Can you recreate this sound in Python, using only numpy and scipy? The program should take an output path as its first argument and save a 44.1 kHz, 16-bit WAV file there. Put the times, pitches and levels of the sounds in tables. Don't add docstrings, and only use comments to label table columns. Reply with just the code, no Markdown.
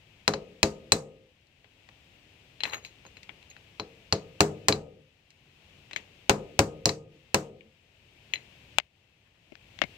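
import sys
import numpy as np
from scipy import signal
from scipy.fft import rfft, irfft, next_fast_len
from scipy.io import wavfile
from scipy.ndimage import uniform_filter1d, map_coordinates

SR = 44100
rng = np.random.default_rng(int(sys.argv[2]) if len(sys.argv) > 2 else 0)


def dump(signal):
    limited = np.clip(np.atleast_2d(signal).T, -1, 1)
    pcm = np.round(limited * 32767).astype(np.int16)
    wavfile.write(sys.argv[1], SR, pcm)


N = 439677


def amp(db):
    return 10 ** (np.asarray(db) / 20)


def unit(x):
    return x / np.sqrt(np.mean(x ** 2) + 1e-20)


def along(points, hz):
    f, v = np.transpose(points)
    return np.interp(np.log(hz + 1), np.log(f + 1), v)


def add(out, sound, start_s):
    part = out[..., round(start_s * SR):][..., :sound.shape[-1]]
    part += sound[..., :part.shape[-1]]


def colour(x, points):
    size = 2048
    cepstrum = irfft(np.log(amp(along(points, np.fft.rfftfreq(size, 1 / SR)))), size)
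    cepstrum[1:size // 2] *= 2
    cepstrum[size // 2 + 1:] = 0
    return signal.fftconvolve(x, irfft(np.exp(rfft(cepstrum)), size))[:len(x)]


def ringing(modes, t, scatter_db, rise_s, waver_rad):
    hz, db, t60_s = np.transpose(modes)[:, :, None]
    db = db + scatter_db * rng.standard_normal(hz.shape)
    walk = waver_rad * np.cumsum(rng.standard_normal((len(hz), SR // 128 + 1)), axis=1)
    drift = uniform_filter1d(walk.repeat(64, axis=1)[:, :len(t)], size=128, axis=1)
    partials = amp(db - 60 * t / t60_s) * np.sin(2 * np.pi * hz * t + drift)
    return partials.sum(axis=0) * (1 - np.exp(-t / rise_s))


# (frequency [Hz], left-right coherence [0-1])
COHERENCE = [(60, 0.94), (150, 1), (300, 0.78), (640, 0.54), (1400, 0.045), (16000, .01)]

def diffuse(size, gain):
    hz, t, spectra = signal.stft(rng.standard_normal((2, size)), SR, nperseg=512)
    angle = np.arccos(np.clip(along(COHERENCE, hz), 0, 1))[:, None] / 2
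    mid, side = spectra[0] * np.cos(angle), spectra[1] * np.sin(angle)
    stereo = np.array([mid + side, mid - side]) * gain(hz[:, None], t)
    return signal.istft(stereo, SR, nperseg=512)[1][:, :size]


# (time [s], level [dB])
DRIFT = [(0, -66), (2.2, -65.5), (3.0, -64), (4.3, -64), (6.2, -64), (8.6, -62.5), (9.97, -60.5)]
# (time [s], depth [dB], extra depth at first [dB])
DIPS = [(0.92, 6, 1.5), (4.684, 7.5, -2.5), (6.6, 3, 0.5), (6.96, 2, 6.5), (7.344, 6.5, -4.5),
        (8.79, 10.5, 7)]

def background_gain(dip_share=1):
    now = np.arange(N) / SR
    dip_s = np.cumsum([0, 0.17, 0.4, 0.45])
    plunge_s = np.cumsum([0, 0.012, 0.1, 0.06])
    db = np.interp(now, *np.transpose(DRIFT))
    for start_s, depth_db, extra_db in DIPS:
        db -= dip_share * np.interp(now - start_s, dip_s, [0, depth_db, depth_db, 0])
        db -= dip_share * np.interp(now - start_s, plunge_s, [0, extra_db, extra_db, 0])
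    return amp(db)


# (frequency [Hz], relative density [dB])
TRAFFIC_HISS = [(100, -36.5), (250, -14), (600, -14), (1200, -22), (3000, -22), (6000, -26), (10000, -36),
                (16000, -38)]
# (frequency [Hz], relative density [dB])
TRAFFIC_RUMBLE = [(30, -25), (55, -8.5), (110, 4.5), (200, -13.5), (400, -21), (1000, -52.5)]

def street():
    hiss = unit(diffuse(N, lambda hz, t: amp(along(TRAFFIC_HISS, hz))))
    rumble = unit(diffuse(N, lambda hz, t: amp(along(TRAFFIC_RUMBLE, hz))))
    return amp(-2) * background_gain() * hiss + amp(0.5) * background_gain(dip_share=0.92) * rumble


def brightness_db(hz, treble_db):
    return (treble_db + 27.5) * np.clip(np.log2(hz / 5000), 0, 1)


# (frequency [Hz], level [dB])
CRACK_SPECTRUM = [(60, -10.5), (200, -8), (500, 0.5), (1000, 1), (1450, -0.5), (2000, -5), (2700, -10.5),
                  (3400, -12), (4400, 1.5), (5500, 0.5), (7000, -2), (9000, -8.5), (16000, -15)]

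def brick_crack(t, grit_t60_s, treble_db, clack_db, knock_db):
    spike_db, spike_t60_s, rise_s = 12, 0.0087, 0.00025
    fade = amp(spike_db - 60 * t / spike_t60_s) + amp(-60 * t / grit_t60_s)
    grit = rng.standard_normal((3, len(t))) * fade * (1 - np.exp(-t / rise_s))
    grit[:, 4] += 5
    spectrum = [
        (hz, db + brightness_db(hz, treble_db) + clack_db * (1500 < hz < 3600) + knock_db * (hz < 1500))
        for hz, db in CRACK_SPECTRUM]
    near = np.array([colour(grit[0] + 2.1 * grit[k], spectrum) for k in (1, 2)])
    filter_rms = np.linalg.norm(amp(along(spectrum, np.linspace(0, SR / 2, num=400)))) / 20
    near *= filter_rms * np.linalg.norm(fade) / np.linalg.norm(near)
    far = colour(1. * (t == 0), spectrum)
    far *= np.linalg.norm(near[0]) / np.linalg.norm(far)
    return near, far


# (frequency [Hz], level [dB], t60 [s])
HEAD_MODES = [(4300, 0, .022), (4500, 0, .022), (4720, 0, .022), (5000, -4, .02), (6160, -8, .06),
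              (7000, -10, .04), (7800, -10, .05), (8100, -10, .05), (12660, -16, .06)]
# (frequency [Hz], level [dB], t60 [s])
PUNCH_MODES = [(4075, 0, .045), (6600, 3, .06), (11800, -11, .06), (13250, -18, .07), (14950, -13, .07)]

def steel_ring(t, treble_db, head_db, ping_db, jingle_db):
    head = [(hz, db + head_db + brightness_db(hz, treble_db), t60_s) for hz, db, t60_s in HEAD_MODES]
    punch = [(hz, db + (ping_db + 14.5 if hz < 5000 else jingle_db + 8), t60_s)
             for hz, db, t60_s in PUNCH_MODES]
    return ringing(head + punch, t, scatter_db=1.5, rise_s=0.0004, waver_rad=0.32)


# (frequency [Hz], level [dB], t60 [s])
WALL_MODES = [(105, 1, 0.1), (152.7, -12, .5), (189, -2, 0.14), (216.2, -8, 0.28), (282, -3.5, 0.13),
              (316.8, -2.5, 0.19), (416.7, -1, 0.2), (461, -13, .6), (517, -21, 0.89), (537, -1.5, 0.13),
              (656, -22, 0.12), (668, -6, 0.15), (743, -11, 0.14), (810, 1.5, 0.046), (852.7, -2.5, 0.067),
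              (899, -23, 0.31), (996.5, 1, 0.05), (1096, -13, 0.098), (1180, -13.5, 0.12),
              (1240, -30.5, 0.56), (1285, -22, 0.22)]

def wall_boom(level_db, boom_db):
    t = np.arange(SR * 2 // 5 if level_db + boom_db > -40 else SR // 10) / SR
    return amp(boom_db - 3) * ringing(WALL_MODES, t, scatter_db=2, rise_s=0.003, waver_rad=0.3)


# (frequency [Hz], t60 [s])
YARD_DECAY = [(60, 0.99), (200, 0.93), (500, 0.73), (900, 0.32), (1500, 0.21), (3000, 0.15), (8000, 0.24),
              (16000, 0.17)]

def yard(x, wet_db):
    tail = diffuse(SR // 3, lambda hz, t: amp(-60 * t / along(YARD_DECAY, hz)))
    tail /= np.linalg.norm(tail[0])
    return amp(wet_db) * signal.fftconvolve(x[None], tail, axes=1)[:, :SR // 2]


def contact(level_db, clack_db, knock_db, boom_db, ping_db, jingle_db, head_db, treble_db, grit_t60_s):
    t = np.arange(SR // 10) / SR
    crack, far_crack = brick_crack(t, grit_t60_s, treble_db, clack_db, knock_db)
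    steel = steel_ring(t, treble_db, head_db, ping_db, jingle_db)
    boom = wall_boom(level_db, boom_db)
    radiated = amp(-11.5) * (far_crack + 0.51 * steel) + amp(-6) * boom[:len(t)]
    sound = np.zeros((2, SR))
    add(sound, amp(-13) * (crack + steel), 0)
    add(sound, boom, 0)
    add(sound, yard(radiated, wet_db=-13.5), start_s=0.004)
    return amp(level_db) * sound


# (time [s], level [dB], bite [0-1], head ring [dB], punch ping [dB], treble [dB])
HAMMER_BLOWS = [(0.2781, -7.5, 0.78, -9, -19.5, -27.5), (0.3367, -15.5, 0.54, -11.5, -21, -51),
                (0.63, -0.5, 0.37, -14, -23.5, -27.5), (0.9202, -2.5, 0.41, 0, -18, -24),
                (3.7976, -17, 0.48, -17.5, -16.5, -52), (4.1249, -4, 0.33, -3.5, -27, -39.5),
                (4.4054, -3.5, 0.81, -12.5, -28, -21), (4.684, -4, 0.75, -8.5, -17.5, -22.5),
                (4.7246, -11.5, 0.28, -4, -15.5, -43.5), (6.295, -6, 1, -35, -24, -22.5),
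                (6.5911, -4, 0.79, -21, -36.5, -21.5), (6.8565, 1.5, 0, -20, -32, -28.5),
                (6.8918, -12, 0.3, -4, -24, -35.5), (7.3443, -6, 0.74, -12, -24, -21.5)]

def blows():
    out = np.zeros((2, N))
    for start_s, level_db, bite, head_db, ping_db, treble_db in HAMMER_BLOWS:
        by_bite = lambda glancing, full: glancing + bite * (full - glancing)
        blow = contact(level_db, clack_db=by_bite(-3, 5), knock_db=by_bite(-7, 11.5),
                       boom_db=by_bite(-23, -13), ping_db=ping_db, jingle_db=-25, head_db=head_db,
                       treble_db=treble_db, grit_t60_s=by_bite(0.01, 0.07))
        add(out, blow, start_s)
    return out


# (time [s], level [dB], brick clack [dB], brick knock [dB], punch ping [dB], jingle [dB])
PUNCH_TOUCHES = [(1.469, -55, -4, -7, -15, -28), (1.644, -57, 19, 17, -31, -42),
                 (1.8888, -47, 14, 12.5, -30.5, -31), (2.605, -35, 19.5, 3.5, -1, -24),
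                 (2.635, -16.5, 9.5, 3.5, -14, -29), (2.6533, -33.5, 22.5, 14.5, -33, -27),
                 (2.6968, -37.5, -1, 6, -3, -16), (2.7334, -32.5, 19.5, 14.5, -30, -19),
                 (2.7683, -43.5, -6, 16, -23, 3), (2.849, -31, 9, -8, -36, -22),
                 (2.8655, -41, 0, -3, -17, -20), (3.0514, -49.5, 11, 20, -19, -25),
                 (3.0638, -50.5, 10, 15.5, -10, 2), (3.169, -45.5, 15, 9, -9, -11),
                 (3.231, -37, 7, -16, -35, -30), (3.2919, -47.5, 27, 20.5, -28, -41),
                 (3.427, -51, 15, 0, -14, -33), (3.5004, -50, -6, -9, -6.5, 4.5),
                 (3.512, -48, 15.5, -13, -19, -26), (3.5654, -49.5, 16, 16, -12, -34),
                 (5.3042, -42, 4, -19, -27, -27), (5.911, -39.5, 18.5, 8, -30, -28),
                 (5.9319, -31.5, 11, 3.5, -12, -33), (5.9611, -24, 16.5, 4, -21, -12),
                 (7.6075, -59.5, 27.5, 0, -38, -42), (8.336, -26, 22, 2.5, -9, -5.5),
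                 (8.356, -38, 22, 8.5, -0.5, -38)]

def touches():
    out = np.zeros((2, N))
    for start_s, level_db, clack_db, knock_db, ping_db, jingle_db in PUNCH_TOUCHES:
        boom_db = -32.5 + 1.16 * knock_db
        touch = contact(level_db, clack_db, knock_db, boom_db, ping_db, jingle_db,
                        head_db=-25, treble_db=-31.5, grit_t60_s=0.053)
        add(out, touch, start_s)
    return out


# (time [s], length [s], rub [dB], tinkle [dB])
STROKES = [(2.656, 0.032, -35.5, -50), (2.736, 0.0037, -31, -39), (2.852, 0.0071, -52, -46),
           (9.255, .03, -65.5, -87.5), (9.351, .03, -64.5, -90.5)]
# (frequency [Hz], relative density [dB])
GRIT_SPECTRUM = [(300, -69), (800, 13), (1800, 7.5), (3000, -6), (5000, -10), (9000, -9), (16000, -4)]

def scraping():
    rise_db_per_s, fall_db_per_s = 900, 420
    now = np.arange(N) / SR
    ramps_db = [np.minimum(rise_db_per_s * (now - start_s), fall_db_per_s * (start_s + length_s - now))
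                for start_s, length_s, *_ in STROKES]
    rub_gain, tinkle_gain = amp(np.transpose(STROKES)[2:]) @ amp(np.minimum(0, ramps_db))
    grains_db = 4.5 * map_coordinates(rng.standard_normal(N // 100 + 2), [np.arange(N) / 100])
    friction = amp(grains_db) * rng.standard_normal((2, N))
    rub = unit(np.array([colour(side, GRIT_SPECTRUM) for side in friction]))
    punch = ringing(PUNCH_MODES, now[:SR // 10], scatter_db=0, rise_s=0.0004, waver_rad=0.3)
    tinkle = unit(signal.fftconvolve(friction[0], punch)[:N])
    return amp(-10.5) * rub_gain * rub + amp(-4) * tinkle_gain * tinkle


# (time [s], level [dB], knock [dB], ring [dB])
PORT_FLICKS = [(8.785, 3, -33, -47), (8.7998, -22.5, -23, -31), (9.5212, -43, 5.5, -17.5),
               (9.5542, -35.5, -22, -27), (9.7896, -25.5, -22, -39), (9.8175, -6.5, -5.5, -16),
               (9.8382, -22.5, 2, -18)]
# (frequency [Hz], level [dB])
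CLACK_SPECTRUM = [(100, -39.5), (420, -21), (600, -0.5), (1000, -4), (1600, 0.5), (2700, -7.5),
                  (4500, -9.5), (8000, -13), (16000, -20.5)]

def flicks():
    snap_t60_s, rattle_t60_s = 0.0075, 0.058
    out, t = np.zeros(N), np.arange(SR // 10) / SR
    for start_s, level_db, knock_db, ring_db in PORT_FLICKS:
        rattle_db, thud_db = -5 + 0.6 * ring_db, knock_db - 13.5
        fade = amp(-60 * t / snap_t60_s) + amp(rattle_db - 60 * t / rattle_t60_s)
        burst = rng.standard_normal(len(t)) * fade
        burst[0] += 5
        modes = [(130, thud_db, 0.05), (300, thud_db, 0.04),
                 (600, knock_db - 7.5, 0.025), (2138, ring_db - 6.5, 0.06)]
        shell = ringing(modes, t, scatter_db=4.5, rise_s=0.00075, waver_rad=0.72)
        add(out, amp(level_db) * (colour(burst, CLACK_SPECTRUM) + shell), start_s)
    return out * amp([[0], [-32]])


def scene():
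    left_lag_samples = 8
    hammering = blows() + touches()
    hammering[0] = np.roll(hammering[0], left_lag_samples)
    return hammering + scraping() + flicks() + street()


# (frequency [Hz], gain [dB])
LEFT_PORT = [(200, 2), (700, 4), (1300, 3.5), (2000, 12), (2650, 19), (3600, 11), (5500, 1.5), (7000, -2.5),
             (9500, -27), (16000, -9.5)]
# (frequency [Hz], gain [dB])
RIGHT_PORT = [(200, 1), (3000, -0.5), (6000, 2.5), (8100, 5), (9500, -5), (16000, -2.5)]

def record(dry):
    ceiling, bass_cut_hz, top_hz, taper_hz = 0.9, 40, 15950, 300
    x = np.array([colour(dry[0], LEFT_PORT), colour(dry[1], RIGHT_PORT)])
    x += amp(-12.5) * background_gain() * rng.standard_normal((2, N))
    x = x / (1 + np.abs(x / ceiling) ** 8) ** (1 / 8)
    x = signal.sosfilt(signal.butter(2, bass_cut_hz, "high", fs=SR, output="sos"), x)
    size = next_fast_len(N + 8192)
    passband = np.clip((top_hz - np.fft.rfftfreq(size, 1 / SR)) / taper_hz, 0, 1)
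    return irfft(rfft(x, size) * passband, size)[:, :N]


dry = scene()
out = record(dry)
dump(out)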